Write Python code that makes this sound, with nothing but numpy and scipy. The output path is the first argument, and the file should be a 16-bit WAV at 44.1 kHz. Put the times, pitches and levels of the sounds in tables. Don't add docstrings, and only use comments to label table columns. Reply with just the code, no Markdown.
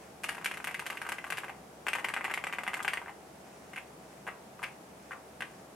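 import sys
import numpy as np
from scipy import signal
from scipy.fft import rfft, irfft
from scipy.io import wavfile
from scipy.ndimage import uniform_filter1d

SR = 44100
rng = np.random.default_rng(int(sys.argv[2]) if len(sys.argv) > 2 else 0)


def file_out(sig):
    cols = np.atleast_2d(sig).T
    lim = np.clip(cols, -1, 1)
    pcm = np.round(lim * 32767).astype(np.int16)
    wavfile.write(sys.argv[1], SR, pcm)


N = 253575
IMPACT_SAMPLES, ATTACK_SAMPLES = 4096, 360


def gain_of(db):
    return 10 ** (np.asarray(db) / 20)


def unit(x):
    return x / np.sqrt(np.sum(x ** 2, -1, keepdims=True) + 1e-20)


def curve(points, hz):
    table_hz, value = np.transpose(points)
    return np.interp(np.log(hz + 1), np.log(table_hz + 1), value)


def pan(left_db):
    return gain_of(np.array([[.5], [-.5]]) * left_db)


# (frequency [Hz], relative density [dB])
AIR_SPECTRUM = [(25, -31), (48, -27), (62, -10.5), (105, -9), (130, -1.5), (185, 0.5), (250, -2), (400, -1),
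                (840, -3), (1000, -7), (2200, -16), (4000, -21.5), (10000, -22), (13000, -27), (16000, -33)]
# (frequency [Hz], correlation [0-1])
AIR_CORRELATION = [(60, 0.83), (170, 0.99), (350, 0.81), (700, 0.37), (1500, 0.077), (4000, 0.043),
                   (12000, 0.051)]
# (frequency [Hz], level [dB])
MOTOR_TONES = [(70, -72), (204.6, -71.5), (473.7, -79.5), (651.4, -67.5), (748.3, -68)]

def fan(air_db):
    hz, t = np.fft.rfftfreq(N, 1 / SR), np.arange(N) / SR
    left, other = rfft(rng.standard_normal((2, N)))
    correlation = curve(AIR_CORRELATION, hz)
    right = correlation * left + np.sqrt(1 - correlation ** 2) * other
    air = irfft(np.array([left, right]) * gain_of(curve(AIR_SPECTRUM, hz)), N)
    out = gain_of(air_db) * unit(air) * np.sqrt(N)
    knots = np.linspace(0, t[-1], num=24)
    for tone_hz, db in MOTOR_TONES:
        waver = np.interp(t, knots, 0.25 * rng.standard_normal(len(knots)))
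        phase = 2 * np.pi * (tone_hz * t + rng.random()) + waver
        out += np.sqrt(2) * gain_of(db) * np.sin(phase)
    return out * pan(left_db=0.39)


# (frequency [Hz], time to fall 60 dB [s])
ROOM_DECAY = [(150, 0.6), (600, 0.49), (1500, 0.29), (3000, 0.23), (9000, 0.3), (15000, 0.12)]

def room(source, correlation, build_s):
    t, out = np.arange(SR // 2) / SR, np.zeros((2, N))
    onset = np.clip(t / build_s - .5, 0, 1)
    for k in range(3):
        noise = rng.standard_normal((3, len(t)))
        stereo = np.sqrt(correlation) * noise[2] + np.sqrt(1 - correlation) * noise[:2]
        hz, frame_s, bands = signal.stft(stereo, SR, nperseg=256)
        decay = gain_of(-60 * frame_s / curve(ROOM_DECAY, hz)[:, None])
        tail = signal.istft(bands * decay, SR, nperseg=256)[1][:, :len(t)]
        crossfade = np.cos(2 * np.pi * (np.arange(N) / SR + k / 3)) * np.sqrt(2 / 3)
        out += signal.fftconvolve(source * crossfade, unit(tail * onset), axes=1)[:, :N]
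    return out


# (frequency [Hz], relative density [dB])
SKIN_SPECTRUM = [(700, -16), (1500, -0.5), (2400, -0.5), (3800, -16), (5500, -6.5), (8500, -10.5),
                 (13000, -30), (16000, -24)]
# (middle time [s], length [s], level [dB])
FAINT_SWELLS = [(0.028, 0.22, -60), (.85, 1.9, -66), (3.57, 0.73, -64), (3.887, .05, -63),
                (4.1, 0.34, -63.5), (5.08, 0.2, -65), (5.55, .2, -64.5)]

def fingertips(grain_db, resting_db):
    hz, t = np.fft.rfftfreq(N, 1 / SR), np.arange(N) / SR
    grip = unit(uniform_filter1d(rng.standard_normal(N), size=500)) * np.sqrt(N)
    slips = (rng.standard_normal(N) + rng.standard_normal((2, N))) * gain_of(grain_db * grip)
    brush = unit(irfft(rfft(slips) * gain_of(curve(SKIN_SPECTRUM, hz)), N)) * np.sqrt(N)
    power = gain_of(resting_db) ** 2
    for middle_s, length_s, db in FAINT_SWELLS:
        swell = np.cos(np.pi * np.clip((t - middle_s) / length_s, -.5, .5))
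        power += (gain_of(db) * swell) ** 2
    return brush * np.sqrt(power)


# (delay [ms], knock left [gain], knock right [gain], tick [gain])
DESK_ECHOES = [(1.13, .37, .14, .6), (2.52, .22, .08, .16), (3.85, .11, .06, .12), (4.95, .4, .3, 1.2),
               (5.37, .33, .12, .72)]

def desk_paths(direct_db, gain_columns, spread_ms):
    echoes = np.transpose(DESK_ECHOES)
    shift = rng.standard_normal() + .5 * rng.standard_normal(len(DESK_ECHOES))
    delay_ms = echoes[0] + spread_ms * shift
    taps = np.zeros((2, IMPACT_SAMPLES))
    taps[:, 0] = gain_of(direct_db)
    taps[:, np.round(delay_ms * SR / 1000).astype(int)] += echoes[gain_columns]
    return taps


def rattle(t60, correlation):
    t = np.arange(IMPACT_SAMPLES) / SR
    shared, apart = rng.standard_normal(len(t)), rng.standard_normal((2, len(t)))
    noise = np.sqrt(correlation) * shared + np.sqrt(1 - correlation) * apart
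    return unit(noise * gain_of(-60 * t / t60) * np.clip(t / 0.0018, 0, 1))


# (frequency [Hz], relative level [dB], time to fall 60 dB [s])
CASE_MODES = [(807, 3.5, 0.065), (942, 12.5, 0.26), (1165, 15, 0.11), (1555, 38.5, 0.029),
              (1828, -27, 0.14), (1890, -12, 0.085), (2240, 0, 0.12), (2450, 12, 0.26), (3046, 4, .055)]

def case_ring(detune, uneven_db):
    hz, db, t60 = np.transpose(CASE_MODES)[:, :, None]
    t = np.arange(IMPACT_SAMPLES) / SR
    shift, strength = rng.standard_normal((2, len(CASE_MODES), 1))
    envelopes = gain_of(db + uneven_db * strength - 60 * t / t60)
    modes = envelopes * np.cos(2 * np.pi * hz * (1 + detune * shift) * t)
    return unit(modes.sum(0))


def pulse(parts, peak_hz=2000, peak_db=0, half_width_hz=100):
    hz = abs(np.fft.fftfreq(IMPACT_SAMPLES, 1 / SR))
    extra_power = gain_of(max(peak_db, 0)) ** 2 - 1
    resonance = np.sqrt(1 + extra_power / (1 + ((hz - peak_hz) / half_width_hz) ** 2))
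    power = sum((gain_of(db) * unit(resonance * gain_of(curve(shape, hz)))) ** 2 for shape, db in parts)
    log_gain = np.log(power * IMPACT_SAMPLES * ATTACK_SAMPLES + 1e-14) / 2
    minimum_phase = np.exp(np.conj(signal.hilbert(log_gain)))
    return np.fft.ifft(minimum_phase).real[None, :IMPACT_SAMPLES // 2]


def attack_level(sound, db):
    return sound * gain_of(db) / np.sqrt(np.mean(sound[:, :ATTACK_SAMPLES] ** 2, axis=1, keepdims=True))


# (frequency [Hz], relative density [dB])
TICK_SPECTRUM = [(1500, -66), (3300, 11.5), (4700, 4), (6300, 5), (9000, 9), (10300, 5.5), (11800, 8),
                 (13500, -1.5), (16000, -46)]

def tick(tick_db, ping_hz):
    parts = [(TICK_SPECTRUM, 0)]
    snap = gain_of(4) * rattle(t60=.0045, correlation=.4)
    snap[:, 0] += 1
    paths = desk_paths(direct_db=0, gain_columns=3, spread_ms=.04)
    early = unit(signal.fftconvolve(paths, snap, axes=1)[:, :IMPACT_SAMPLES])
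    late = gain_of(-3) * rattle(t60=.12, correlation=.3)
    ping = pulse(parts, ping_hz, peak_db=6, half_width_hz=500)
    sound = signal.fftconvolve(early, ping, axes=1) + signal.fftconvolve(late, pulse(parts), axes=1)
    return attack_level(sound, tick_db)


# (frequency [Hz], relative density [dB])
THOCK_SPECTRUM = [(30, -45), (110, -29), (250, -11.5), (500, -4.5), (690, -3.5), (750, -1.5), (1250, 1.5),
                  (1500, -7), (2200, -13), (4000, -60)]
CLACK_SPECTRUM = [(500, -49), (1100, -4), (1550, 0), (2100, 6), (2800, 4), (3250, -2), (3900, -13),
                  (6000, -14), (12000, -28)]

def knock(strength_db, depth_db, cap_hz, cap_db, direct_db):
    clack_db = strength_db - 10 * np.log10(1 + gain_of(depth_db) ** 2)
    parts = [(THOCK_SPECTRUM, clack_db + depth_db), (CLACK_SPECTRUM, clack_db)]
    early = desk_paths(direct_db, gain_columns=[1, 2], spread_ms=0.057)
    early += gain_of(-6.5) * rattle(t60=.04, correlation=.75)
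    late = gain_of(-7) * rattle(t60=.15, correlation=.65)
    late += gain_of(-17) * case_ring(detune=.004, uneven_db=2)
    cap = pulse(parts, cap_hz, cap_db, half_width_hz=110)
    sound = signal.fftconvolve(early, cap, axes=1) + signal.fftconvolve(late, pulse(parts), axes=1)
    return attack_level(-sound, strength_db)


def plate_flex(sound, hz=2100, width_hz=870):
    band = signal.iirpeak(hz, hz / width_hz, fs=SR)
    return sound - 2 * signal.lfilter(*band, sound)


# (start [s], base keycap resonance [dB], knock's straight path [dB], tick's ping [Hz])
HAND_PASSAGES = [(0, 5.5, -5.5, 9900), (1.7, 4, -3.5, 8200), (3.5, 5, -7, 9800)]

def keystroke(time_s, strength_db, depth_db, tick_db, cap_hz):
    passage = sum(time_s >= row[0] for row in HAND_PASSAGES[1:])
    _, cap_db, direct_db, ping_hz = HAND_PASSAGES[passage]
    cap_db += 0.43 * depth_db - 0.32 * tick_db
    contact_lowpass = signal.butter(2, 9100 * 2 ** (0.0636 * tick_db), fs=SR)
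    body = knock(strength_db, depth_db, cap_hz, cap_db, direct_db)
    body = plate_flex(signal.lfilter(*contact_lowpass, body))
    ping_octaves, left_db = rng.normal(0, 0.081), rng.normal(2, 1)
    return pan(left_db) * (body + tick(strength_db + tick_db, ping_hz * 2 ** ping_octaves))


# (time [s], strength [dB], depth: thock over clack [dB],
# tick over strength [dB], keycap resonance [Hz])
KEY_STROKES = [(0.2354, -39.5, -9, -4.5, 2370), (.242, -32, -6, -11, 2690), (.2866, -43, -21, -4, 1670),
               (.2905, -30, -6, -11.5, 1560), (.3228, -45, 1, -11, 1940), (.3476, -43, -5, -11, 1540),
               (.3693, -46, 4, -16, 1560), (.3809, -40, 0.5, -19, 1040), (.4131, -44.5, 5, -17, 1610),
               (.4233, -47, -6, -21, 1020), (.4447, -35.5, -8, -3.5, 1590),
               (.4586, -27.5, -12.5, -12, 2140), (0.4743, -44, -10, -23, 2040),
               (.5131, -35, -4.5, -15, 1560), (.5396, -40, -7, -11, 2000), (.572, -39, -3, -10.5, 1560),
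               (.6014, -40.5, 2, -22, 1520), (.6432, -35, -5, -7.5, 1560), (.672, -32.5, -6.5, -12, 1530),
               (0.6857, -37.5, -3, -30, 1980), (0.7105, -42, -3, -12, 2030),
               (.744, -32.5, -18, -15.5, 1980), (.7942, -34.5, -4, -10, 1560), (.8224, -43.5, 6, -19, 1010),
               (0.8577, -43, -9, -14, 1570), (0.8647, -35, -4, -6.5, 1570), (.901, -33.5, -2, -13, 1050),
               (.925, -40, -1, -15, 990), (0.9716, -36.5, -19, -17, 2050), (1.0165, -35, 0, -13, 1560),
               (1.0512, -41, -3, -24, 1550), (1.0652, -38, 2, -19, 1580), (1.0899, -34, -1.5, -8.5, 1540),
               (1.1198, -31.5, -2, -12.5, 1530), (1.1837, -36.5, -10.5, -20.5, 2060),
               (1.2418, -36.5, -0.5, -18, 1600), (1.2664, -43.5, 5, -15, 1080),
               (1.3028, -33.5, -6, -9, 1560), (1.3231, -31, -2.5, -15.5, 1520),
               (1.3716, -39, -23, -9, 2010), (1.3818, -33.5, -6.5, -12.5, 1600),
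               (1.4346, -38.5, 3, -25, 1570), (1.4432, -40, -3, -18, 1010), (1.4818, -42.5, -4, -18, 1990),
               (1.4949, -38, -1, -21, 865), (1.867, -30.5, -1.5, -18, 1570), (1.8835, -28.5, -8, -13, 2900),
               (1.9323, -27, -10, -15.5, 2360), (1.9519, -31.5, 0, -14, 2000),
               (1.9584, -35.5, 3, -18, 1240), (1.985, -34.5, 1, -22, 1990),
               (1.9949, -39.5, -2, -13.5, 1980), (2.0439, -34.5, -6, -14, 1950),
               (2.046, -29, -3.5, -16.5, 2200), (2.0857, -33, -5, -12, 2100), (2.1018, -37, -5, -32, 1600),
               (2.1386, -31, -5.5, -14, 2220), (2.1642, -30.5, -4, -23, 1970),
               (2.1732, -33, 0.5, -23, 1340), (2.2094, -34.5, -1, -26, 2000),
               (2.2431, -32.5, -3, -14, 2120), (2.251, -30, -4, -20.5, 2000), (2.2804, -38.5, 3, -25, 860),
               (2.2986, -39, -5, -19, 1590), (2.3046, -35.5, -2, -30, 1680), (2.3123, -34, -2, -16, 2060),
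               (2.339, -29.5, -7.5, -12.5, 2270), (2.3753, -30.5, -3, -21.5, 2050),
               (2.4395, -32, -3, -15, 2090), (2.4691, -32, -0.5, -16, 1940), (2.4966, -41, 0, -27, 1650),
               (2.526, -34.5, -7, -15.5, 2250), (2.5354, -34, -4, -18, 2010), (2.585, -31, -4, -21.5, 2170),
               (2.6086, -45, 8, -24, 850), (2.6344, -37.5, 1, -12.5, 1580), (2.6662, -36, -6, -26, 1150),
               (2.6774, -28.5, -2.5, -18, 1990), (2.692, -41, -1, -26, 910), (2.7338, -35, -2, -18, 1590),
               (2.741, -31, -8.5, -13.5, 2120), (2.7697, -39, 7, -12, 1510), (2.7928, -38, -4, -26, 2000),
               (2.8032, -33.5, 2, -26, 1350), (2.8271, -52, 8, 9, 1500), (2.8477, -31, -2, -18, 1550),
               (2.8738, -41, 15, -31, 854), (2.8792, -25.5, -13, -18, 1430), (2.8867, -32, -14, -26, 2330),
               (2.9342, -29.5, -7.5, -13, 1810), (2.9725, -31.5, -7.5, -23, 1990),
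               (3.0163, -42, 9, -22, 880), (3.0602, -43, -4, -34, 1600), (3.0731, -47, 7, -25, 850),
               (3.0815, -40.5, -2, -31, 2070), (3.094, -44, 1.5, -23, 835), (3.7334, -43.5, -5, -16, 2100),
               (3.7606, -39.5, -17, -15, 2100), (3.7734, -37, -7, -28, 2240), (3.7801, -40, -10, -17, 2480),
               (4.2678, -41.5, 1, -19, 900), (4.2758, -36, 4, -20, 1630), (4.2848, -35.5, -0.5, -29, 2020),
               (4.592, -46, 5, -24, 1170), (4.6193, -45, 14, -20, 1200), (4.6292, -36, -2, -14, 2220),
               (4.6373, -33, -13, -17, 2030), (4.6431, -37.5, -22, -21, 2020), (4.682, -54, -15, -21, 2100),
               (5.1091, -40, 8, -25, 1510), (5.117, -40, -2, -24, 1850), (5.13, -41, 4, -22, 1580),
               (5.4064, -36.5, -6.5, -14.5, 1500), (5.4209, -33, -8, -21, 1580)]
# (start [s], end [s])
FAST_RUNS = [(.3, 1.5), (1.9, 3.1)]

def typing(touches_per_run):
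    out, strokes = np.zeros((2, N)), list(KEY_STROKES)
    strength_db, depth_db, tick_db = -47.5, 8, -10
    for start_s, end_s in FAST_RUNS:
        for _ in range(touches_per_run):
            time_s, cap_hz = rng.uniform(start_s, end_s), rng.uniform(850, 1700)
            strokes.append((time_s, strength_db, depth_db, tick_db, cap_hz))
    for time_s, *stroke in strokes:
        start = round(time_s * SR)
        sound = keystroke(time_s, *stroke)[:, :N - start]
        out[:, start:start + sound.shape[1]] += sound
    return out


def scene():
    keys = typing(touches_per_run=5) + fingertips(grain_db=2.0, resting_db=-71)
    return keys + gain_of(-9.5) * room(keys, correlation=0.63, build_s=0.005) + fan(air_db=-52)


def record(dry):
    lowpass = signal.firwin(511, 16100, window=("kaiser", 9), fs=SR)
    return signal.oaconvolve(dry, lowpass[None], "same")


dry = scene()
out = record(dry)
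file_out(out)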